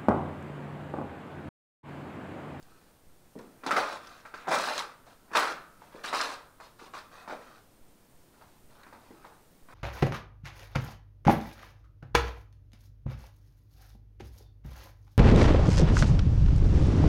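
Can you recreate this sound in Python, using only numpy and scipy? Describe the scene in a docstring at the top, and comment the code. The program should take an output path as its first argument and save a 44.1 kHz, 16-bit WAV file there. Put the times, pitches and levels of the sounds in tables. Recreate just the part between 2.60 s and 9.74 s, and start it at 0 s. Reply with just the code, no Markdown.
"""Grit stirs faintly under a shoe, then four slow steps crush plaster and tile in a bare concrete hall.
Each step is a few hard cracks over showers of crumbs and grit that last while the sole bears down.
Afterwards the feet shift lightly on the rubble, close below the microphone of a hand-held camera.
Floor, walls and ceiling answer, and a faint narrow ring hangs on.
The camera adds hiss, a thin whine and small handling bumps."""
import sys
import numpy as np
from scipy import signal
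from scipy.fft import rfft, irfft, next_fast_len
from scipy.io import wavfile
from scipy.ndimage import map_coordinates

SR = 44100
rng = np.random.default_rng(int(sys.argv[2]) if len(sys.argv) > 2 else 0)


def generate_wav(sig):
    """Save sig (samples, or channels by samples) to the path in sys.argv[1] as 16-bit PCM at SR."""
    pcm = np.round(np.clip(np.atleast_2d(sig).T, -1, 1) * 32767).astype(np.int16)
    wavfile.write(sys.argv[1], SR, pcm)


N = 314874
TOP_HZ = 15700  # the camera's band limit


def amp(db):
    """Decibels to gain."""
    return 10 ** (np.asarray(db) / 20)


def unit(x):
    """Scale to rms 1."""
    return x / np.sqrt(np.mean(x ** 2) + 1e-20)


def along(points, hz):
    """Interpolate (Hz, value) points on a log frequency axis."""
    point_hz, values = np.transpose(points)
    return np.interp(np.log(hz + 1), np.log(point_hz + 1), values)


def below(hz, corner_hz):
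    """Gain of a steep low-pass."""
    return 1 / (1 + (hz / corner_hz) ** 6)


def wobble(rate):
    """A smooth random curve, rate knots a second."""
    knots = rng.standard_normal(int(N * rate / SR) + 4)
    return map_coordinates(knots, [np.arange(N) * rate / SR])


def filtered(x, response):
    """Shape x by a gain given as a function of Hz."""
    size = next_fast_len(N + SR // 2)
    return irfft(rfft(x, size) * response(np.fft.rfftfreq(size, 1 / SR)), size)[:N]


def minimum_phase(gain):
    """The shortest impulse response with this gain."""
    cepstrum = irfft(np.log(np.maximum(gain, 1e-6)))
    half = len(cepstrum) // 2
    cepstrum[1:half] *= 2
    cepstrum[half + 1:] = 0
    return irfft(np.exp(rfft(cepstrum)))


def add_at(track, start_s, sound):
    """Mix a sound in from start_s, as far as the track reaches."""
    span = track[round(start_s * SR):][:len(sound)]
    span += sound[:len(span)]


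# Room tone and hiss at the microphone. Each row: frequency in Hz, relative spectral level in dB.
ROOM_TONE = [(20, -7), (50, -17.5), (120, -15.5), (230, -17), (550, -22.5), (1000, -27.5), (2500, -35),
             (6000, -37), (15000, -37.5)]


def background(air_db=-60, whine_db=-80.5, whine_hz=8660):
    """Still air and microphone hiss, wavering slightly, with a narrow electronic whine."""
    air = unit(filtered(rng.standard_normal(N), lambda hz: amp(along(ROOM_TONE, hz))))
    whine = unit(filtered(rng.standard_normal(N), lambda hz: below(hz - whine_hz, 75)))
    return amp(air_db + 0.4 * wobble(1.9)) * air + amp(whine_db) * whine


# The grip shifts on the camera, right at the microphone. Each row: start in seconds, relative level in dB.
GRIP_BUMPS = [(0.027, -47.5), (0.469, -47.5), (5.213, -45), (5.544, -47.5), (6.042, -47), (7.027, -45.5)]


def handling(level_db=-3, settle_s=0.076, soft_hz=260):
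    """Small jolts of the camera body: a soft step of pressure that leaks away."""
    out, t = np.zeros(N), np.arange(SR // 2) / SR
    jolt = np.exp(-t / settle_s) - np.exp(-2 * np.pi * soft_hz * t)
    for start_s, db in GRIP_BUMPS:
        add_at(out, start_s, amp(db + level_db) * jolt)
    return out


def duct_ring(feet, level_db=-25, centre_hz=1420, width_hz=330, t60_s=1.8):
    """A faint, narrow ring hangs in the hall after each step, as from sheet-steel ducts and cabinets."""
    t = np.arange(2 * SR) / SR
    edges_hz = [centre_hz - width_hz / 2, centre_hz + width_hz / 2]
    band = signal.butter(2, edges_hz, "bandpass", fs=SR, output="sos")
    tail = rng.standard_normal(len(t)) * amp(-60 * t / t60_s)
    ring = signal.sosfilt(band, tail / np.linalg.norm(tail))
    return amp(level_db) * signal.fftconvolve(feet, ring)[:N]


# The bare concrete hall all around. Each row: frequency in Hz, time to fall 60 dB in seconds.
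HALL_DECAY = [(150, 0.81), (500, 0.48), (1300, 0.49), (4000, 0.39), (8000, 0.32), (15000, 0.31)]


def hall(early_db, tail_db, early_life_s=0.005, build_s=0.0034, echoes_per_s=2500):
    """From one spot to the microphone: direct sound, echoes off floor and cabinets, the long tail."""
    t = np.arange(SR * 3 // 5) / SR
    hz, frame_s, spectra = signal.stft(rng.standard_normal(len(t)), SR, nperseg=256)
    decay = amp(-60 * frame_s / along(HALL_DECAY, hz)[:, None])
    tail = signal.istft(spectra * decay, SR, nperseg=256)[1][:len(t)]
    tail *= 1 - np.exp(-t / build_s)
    early = rng.standard_normal(len(t)) * (rng.random(len(t)) < echoes_per_s / SR)
    early *= np.sqrt(t) * np.exp(-2 * t / early_life_s)
    response = amp(early_db) * early / np.linalg.norm(early) + amp(tail_db) * tail / np.linalg.norm(tail)
    response[0] += 1  # direct sound
    return response


# Hollow thumps of heels and loose boards, down at floor level.
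# Each row: start in seconds, level in dB before the hall, pitch in Hz.
HEEL_THUMPS = [(0.755, -35.5, 474), (0.761, -32, 278), (0.793, -38.5, 407), (1.07, -34, 278),
               (1.885, -39, 188), (1.922, -36, 183), (3.348, -35, 450), (4.221, -44, 323),
               (4.725, -33.5, 476), (6.506, -39.5, 330)]


def thumps(cycles_to_peak=0.46, lowest_hz=140):
    """A board or the bare floor gives a few heavily damped swings, with no deep bass."""
    out, t = np.zeros(N), np.arange(SR // 20) / SR
    for start_s, db, hz in HEEL_THUMPS:
        age = hz * t / cycles_to_peak
        swing = np.sin(2 * np.pi * hz * t) * age * np.exp(1 - age)  # the soft sole rounds the attack
        heard = signal.fftconvolve(swing, hall(early_db=-2, tail_db=-1.5))
        add_at(out, start_s, amp(db) * heard)
    return signal.sosfilt(signal.butter(2, lowest_hz, "highpass", fs=SR, output="sos"), out)


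# Broken plaster and tile, heard from close above. Each row: frequency in Hz, relative spectral level in dB.
RUBBLE_SPECTRUM = [(60, -52), (130, -31), (250, -10.5), (550, -5), (1250, -4.5), (2000, -5.5), (2500, -9.5),
                   (3000, -14.5), (3800, -13), (5300, -19), (7000, -24.5), (11200, -29.5), (13200, -38.5),
                   (15000, -33)]
# Loose tiles and boards under the rubble. Each row: resonance in Hz, width in Hz, lift in dB.
SLAB_RESONANCES = [(174, 59, 4), (292, 57, 1.5), (468, 12, 7.5), (607, 96, 2.5), (878, 50, 1.5),
                   (990, 22, 2), (1207, 23, 3), (1330, 340, 2.5), (1581, 68, 2.5), (2480, 310, 5),
                   (2686, 52, 2)]


def rubble(hz):
    """Gain of the broken floor, with the resonances of its loose slabs."""
    lift_db = sum(db / (1 + (2 * (hz - centre) / width) ** 2) for centre, width, db in SLAB_RESONANCES)
    return amp(along(RUBBLE_SPECTRUM, hz) + lift_db)


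# The loudest single grains of grit, close and fairly dry. Each row: start in seconds, relative level in dB.
GRIT_SNAPS = [(0.0277, -38.5), (0.789, -36), (1.0647, -22), (1.1084, -30), (1.1643, -21), (1.3275, -26),
              (1.471, -31.5), (1.9858, -19.5), (2.0117, -29.5), (2.1792, -14.5), (2.1923, -15),
              (2.7716, -6), (3.5474, -20.5), (3.613, -13.5), (6.234, -39.5)]


def snaps(level_db=2, low_hz=4400, high_hz=9000, life_s=0.00095, size=1024):
    """A hard grain bursts with one short, bright tick."""
    out, hz = np.zeros(N), np.fft.rfftfreq(size, 1 / SR)
    band = np.sqrt(below(hz, high_hz) * (1 - below(hz, low_hz)))
    colour = minimum_phase(unit(rubble(hz) * band))
    for start_s, db in GRIT_SNAPS:
        burst = rng.standard_normal(size) * np.exp(-np.arange(size) / SR / life_s)
        tick = signal.fftconvolve(burst / np.linalg.norm(burst), colour)
        heard = signal.fftconvolve(tick, hall(early_db=-0.5, tail_db=-12))
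        add_at(out, start_s, amp(db + level_db) * heard)
    return out


def grains(pitch_hz, octaves, cycles, spread_db, count, size):
    """Tiny fractures at random moments, each ringing a few cycles at its own pitch; rms 1."""
    starts = rng.integers(0, N, (count, 1))
    pitch, strength = np.clip(rng.standard_normal((2, count, 1)), -2, 2)
    hz = np.minimum(pitch_hz * 2 ** (octaves * pitch), TOP_HZ)
    turns = hz * np.arange(size) / SR
    rings = np.sin(2 * np.pi * turns) * np.exp(-turns / cycles)
    rings /= np.linalg.norm(rings, axis=1, keepdims=True)
    rings *= amp(spread_db * strength) * rng.choice([-1, 1], (count, 1))
    positions = starts + np.arange(size)
    return unit(np.bincount(positions.ravel(), rings.ravel(), N)[:N])


def sole_envelope(t, hold_s, attack_share=0.086, sag_db_per_s=20, release_s=0.018):
    """A sole takes the weight, the level sags as the crumbs get used up, then the sole lets go."""
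    attack = 1 - np.exp(-t / (attack_share * hold_s))
    release = np.exp(-np.maximum(t - hold_s, 0) / release_s)
    return attack * amp(-sag_db_per_s * t) * release


# A sole bears down or slides, close below the microphone: weight shifts, four steps, a turn, shuffling.
# Each row: start in seconds, hold in seconds, relative level in dB, grit offset in dB, crumb ring in Hz.
SOLE_PRESSES = [(0.014, 0.29, -58.5, -8, 1460), (0.745, 0.26, -59.5, -13.5, 400),
                (1.061, 0.028, -33.5, -7, 900), (1.158, 0.043, -21.5, -14, 640),
                (1.217, .14, -35, -9, 1230), (1.396, 0.21, -46.5, -7.5, 1330),
                (1.735, 0.11, -50.5, -7.5, 1400), (1.907, 0.046, -21.5, -8.5, 1410),
                (1.969, .13, -28, -5.5, 1590), (2.105, 0.11, -30.5, -5.5, 1000),
                (2.457, 0.072, -52, -8, 1010), (2.731, 0.027, -35.5, -6, 1250),
                (2.748, 0.049, -25, -3, 1210), (2.81, 0.11, -32.5, -7.5, 1280),
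                (3.195, .14, -55.5, -11, 880), (3.32, 0.1, -47.5, -11, 550),
                (3.434, 0.057, -35.5, -1, 1360), (3.523, 0.13, -33, 0, 1080),
                (3.648, .09, -39.5, -3.5, 1130), (4, 0.06, -51.5, -4.5, 1150),
                (4.184, 0.086, -45, -9, 1110), (4.333, 0.056, -39.5, -7.5, 1150),
                (4.51, 0.12, -45, -11, 1120), (4.696, 0.042, -37, -14.5, 646),
                (4.787, 0.2, -50.5, -9, 1470), (5.718, 0.26, -65.5, -2, 900), (6.086, .13, -54, -11, 1200),
                (6.39, 0.38, -52, -12.5, 700), (7.095, 0.037, -48, -16, 1070)]


def pressing(crumbs, ring_db=-1, ring_q=2.3):
    """The crumbs under each press, ringing at their own pitch, and the power of the grit among them."""
    pressed, grit_power = np.zeros((2, N))
    for start_s, hold_s, db, grit_db, ring_hz in SOLE_PRESSES:
        shower = crumbs[round(start_s * SR):][:SR]
        ring = signal.lfilter(*signal.iirpeak(ring_hz, ring_q, fs=SR), shower)
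        weight = amp(db) * sole_envelope(np.arange(len(shower)) / SR, hold_s)
        add_at(pressed, start_s, weight * unit(shower + amp(ring_db) * ring))
        add_at(grit_power, start_s, (amp(grit_db) * weight) ** 2)
    return pressed, grit_power


def straining(level_db=-25, build_s=0.022):
    """Gain of the grating that builds up in each piece until it cracks."""
    power, ahead_s = np.zeros(N), np.arange(SR // 10)[::-1] / SR
    for crack_s, db, _, _ in SHARD_CRACKS:
        swell = amp(db + level_db) * np.exp(-ahead_s / build_s)
        power[:round(crack_s * SR)][-len(swell):] += swell ** 2
    return np.sqrt(power)


def chipping(level_db=-28.5, db_per_crack_db=1.074, rise_s=0.00067, life_s=0.037):
    """Power of the spray of chips that follows each crack."""
    power, t = np.zeros(N), np.arange(SR // 4) / SR
    spray = (1 - np.exp(-t / rise_s)) * np.exp(-t / life_s)
    for start_s, db, _, _ in SHARD_CRACKS:
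        add_at(power, start_s, (amp(level_db + db_per_crack_db * db) * spray) ** 2)
    return power


def crunch(crumbs_db=-8, grit_db=-7, crumbs_below_hz=3150, grit_above_hz=2700, spots=72):
    """Crumbs and fine grit burst in dense showers under a pressing sole and around each crack."""
    crumbs = grains(pitch_hz=1207, octaves=0.89, cycles=1.07, spread_db=3, count=6000, size=256)
    crumbs = unit(filtered(crumbs, lambda hz: rubble(hz) * below(hz, crumbs_below_hz)))
    grit = grains(pitch_hz=8150, octaves=0.82, cycles=0.93, spread_db=0, count=14000, size=64)
    grit = unit(filtered(grit, lambda hz: rubble(hz) * (1 - below(hz, grit_above_hz))))
    pressed, grit_power = pressing(crumbs)
    underfoot = amp(crumbs_db) * (pressed + crumbs * straining())
    underfoot += grit * np.sqrt(amp(grit_db) ** 2 * grit_power + chipping())
    out = np.zeros(N)
    for stretch in np.array_split(np.arange(N), spots):  # the feet move, so the echoes change
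        heard = signal.fftconvolve(underfoot[stretch], hall(early_db=-2.5, tail_db=-4.5))
        add_at(out, stretch[0] / SR, heard)
    return out


def shard(hz, ring_hz, knock_db, ring_db=8, ring_width=0.25, cutoff_ratio=1.98, knock_hz=380):
    """Gain of one piece: it clacks at its own pitch, duller when big, and knocks on the slab below."""
    ring = amp(ring_db / (1 + ((hz / ring_hz - 1) / ring_width) ** 2))
    colour = rubble(hz) * ring * np.sqrt(below(hz, cutoff_ratio * ring_hz))
    low = below(hz, knock_hz)
    clack, knock = unit(colour * (1 - low)), unit(colour * low)
    return np.hypot(clack, amp(knock_db) * knock)


# Pieces crack or tip under a shoe, close below the microphone: four steps, a turn, then shuffling.
# Each row: start in seconds, relative clack level in dB, knock against the clack in dB, ring in Hz.
SHARD_CRACKS = [(0.793, -35.5, -6, 864), (1.036, -28.5, -7, 1210), (1.064, -17, -9.5, 840),
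                (1.109, -9, -14.5, 1270), (1.165, -11.5, -20, 1290), (1.173, -15.5, -30, 825),
                (1.325, -28.5, -16, 1350), (1.653, -31, -28, 1300), (1.74, -26, -14.5, 1360),
                (1.871, -25.5, -8, 820), (1.881, -14.5, -8, 740), (1.917, -13.5, -26, 900),
                (1.927, -22.5, -26, 750), (1.941, -14, -22.5, 1160), (2.074, -18, -28, 900),
                (2.18, -22.5, -31, 1290), (2.467, -40.5, -24, 670), (2.715, -33.5, -1, 1280),
                (2.752, -9, -34, 1260), (2.769, -9, -19, 1300), (2.825, -13, -24, 1270),
                (2.875, -21.5, -17, 1310), (3.219, -37.5, -37, 790), (3.443, -24, -14, 1250),
                (3.529, -15, -17.5, 1040), (3.54, -14, -42, 1130), (3.604, -16, -33, 1340),
                (3.699, -24.5, -24, 940), (4.001, -32.5, -41, 940), (4.195, -49, -19, 1260),
                (4.338, -30.5, -15.5, 1000), (4.677, -27, -11, 900), (4.697, -28, -9, 940),
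                (4.716, -31, -7, 880), (5.741, -49.5, -8, 1200), (5.813, -39, -13, 870),
                (6.233, -40, -16, 1590), (6.266, -38.5, -7, 1080), (6.327, -34.5, -5.5, 880),
                (6.345, -42, -25, 835), (6.646, -33.5, -32, 885), (7.087, -38.5, -12, 1035)]


def cracks(level_db=7.5, size=4096):
    """Each piece gives way with one blow, which scatters off the rubble around it."""
    out, hz = np.zeros(N), np.fft.rfftfreq(size, 1 / SR)
    for start_s, db, knock_db, ring_hz in SHARD_CRACKS:
        blow = minimum_phase(shard(hz, ring_hz, knock_db))
        heard = signal.fftconvolve(blow, hall(early_db=4, tail_db=4, early_life_s=0.013))
        add_at(out, start_s, amp(db + level_db) * heard)
    return out


def scene():
    """Feet on rubble in the hall, close below one hand-held microphone."""
    feet = cracks() + thumps() + snaps() + crunch()
    return (feet + duct_ring(feet) + handling() + background())[None]


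def record(dry):
    """The camera keeps nothing above its band limit."""
    return np.array([filtered(channel, lambda hz: hz < TOP_HZ) for channel in dry])


dry = scene()
out = record(dry)
generate_wav(out)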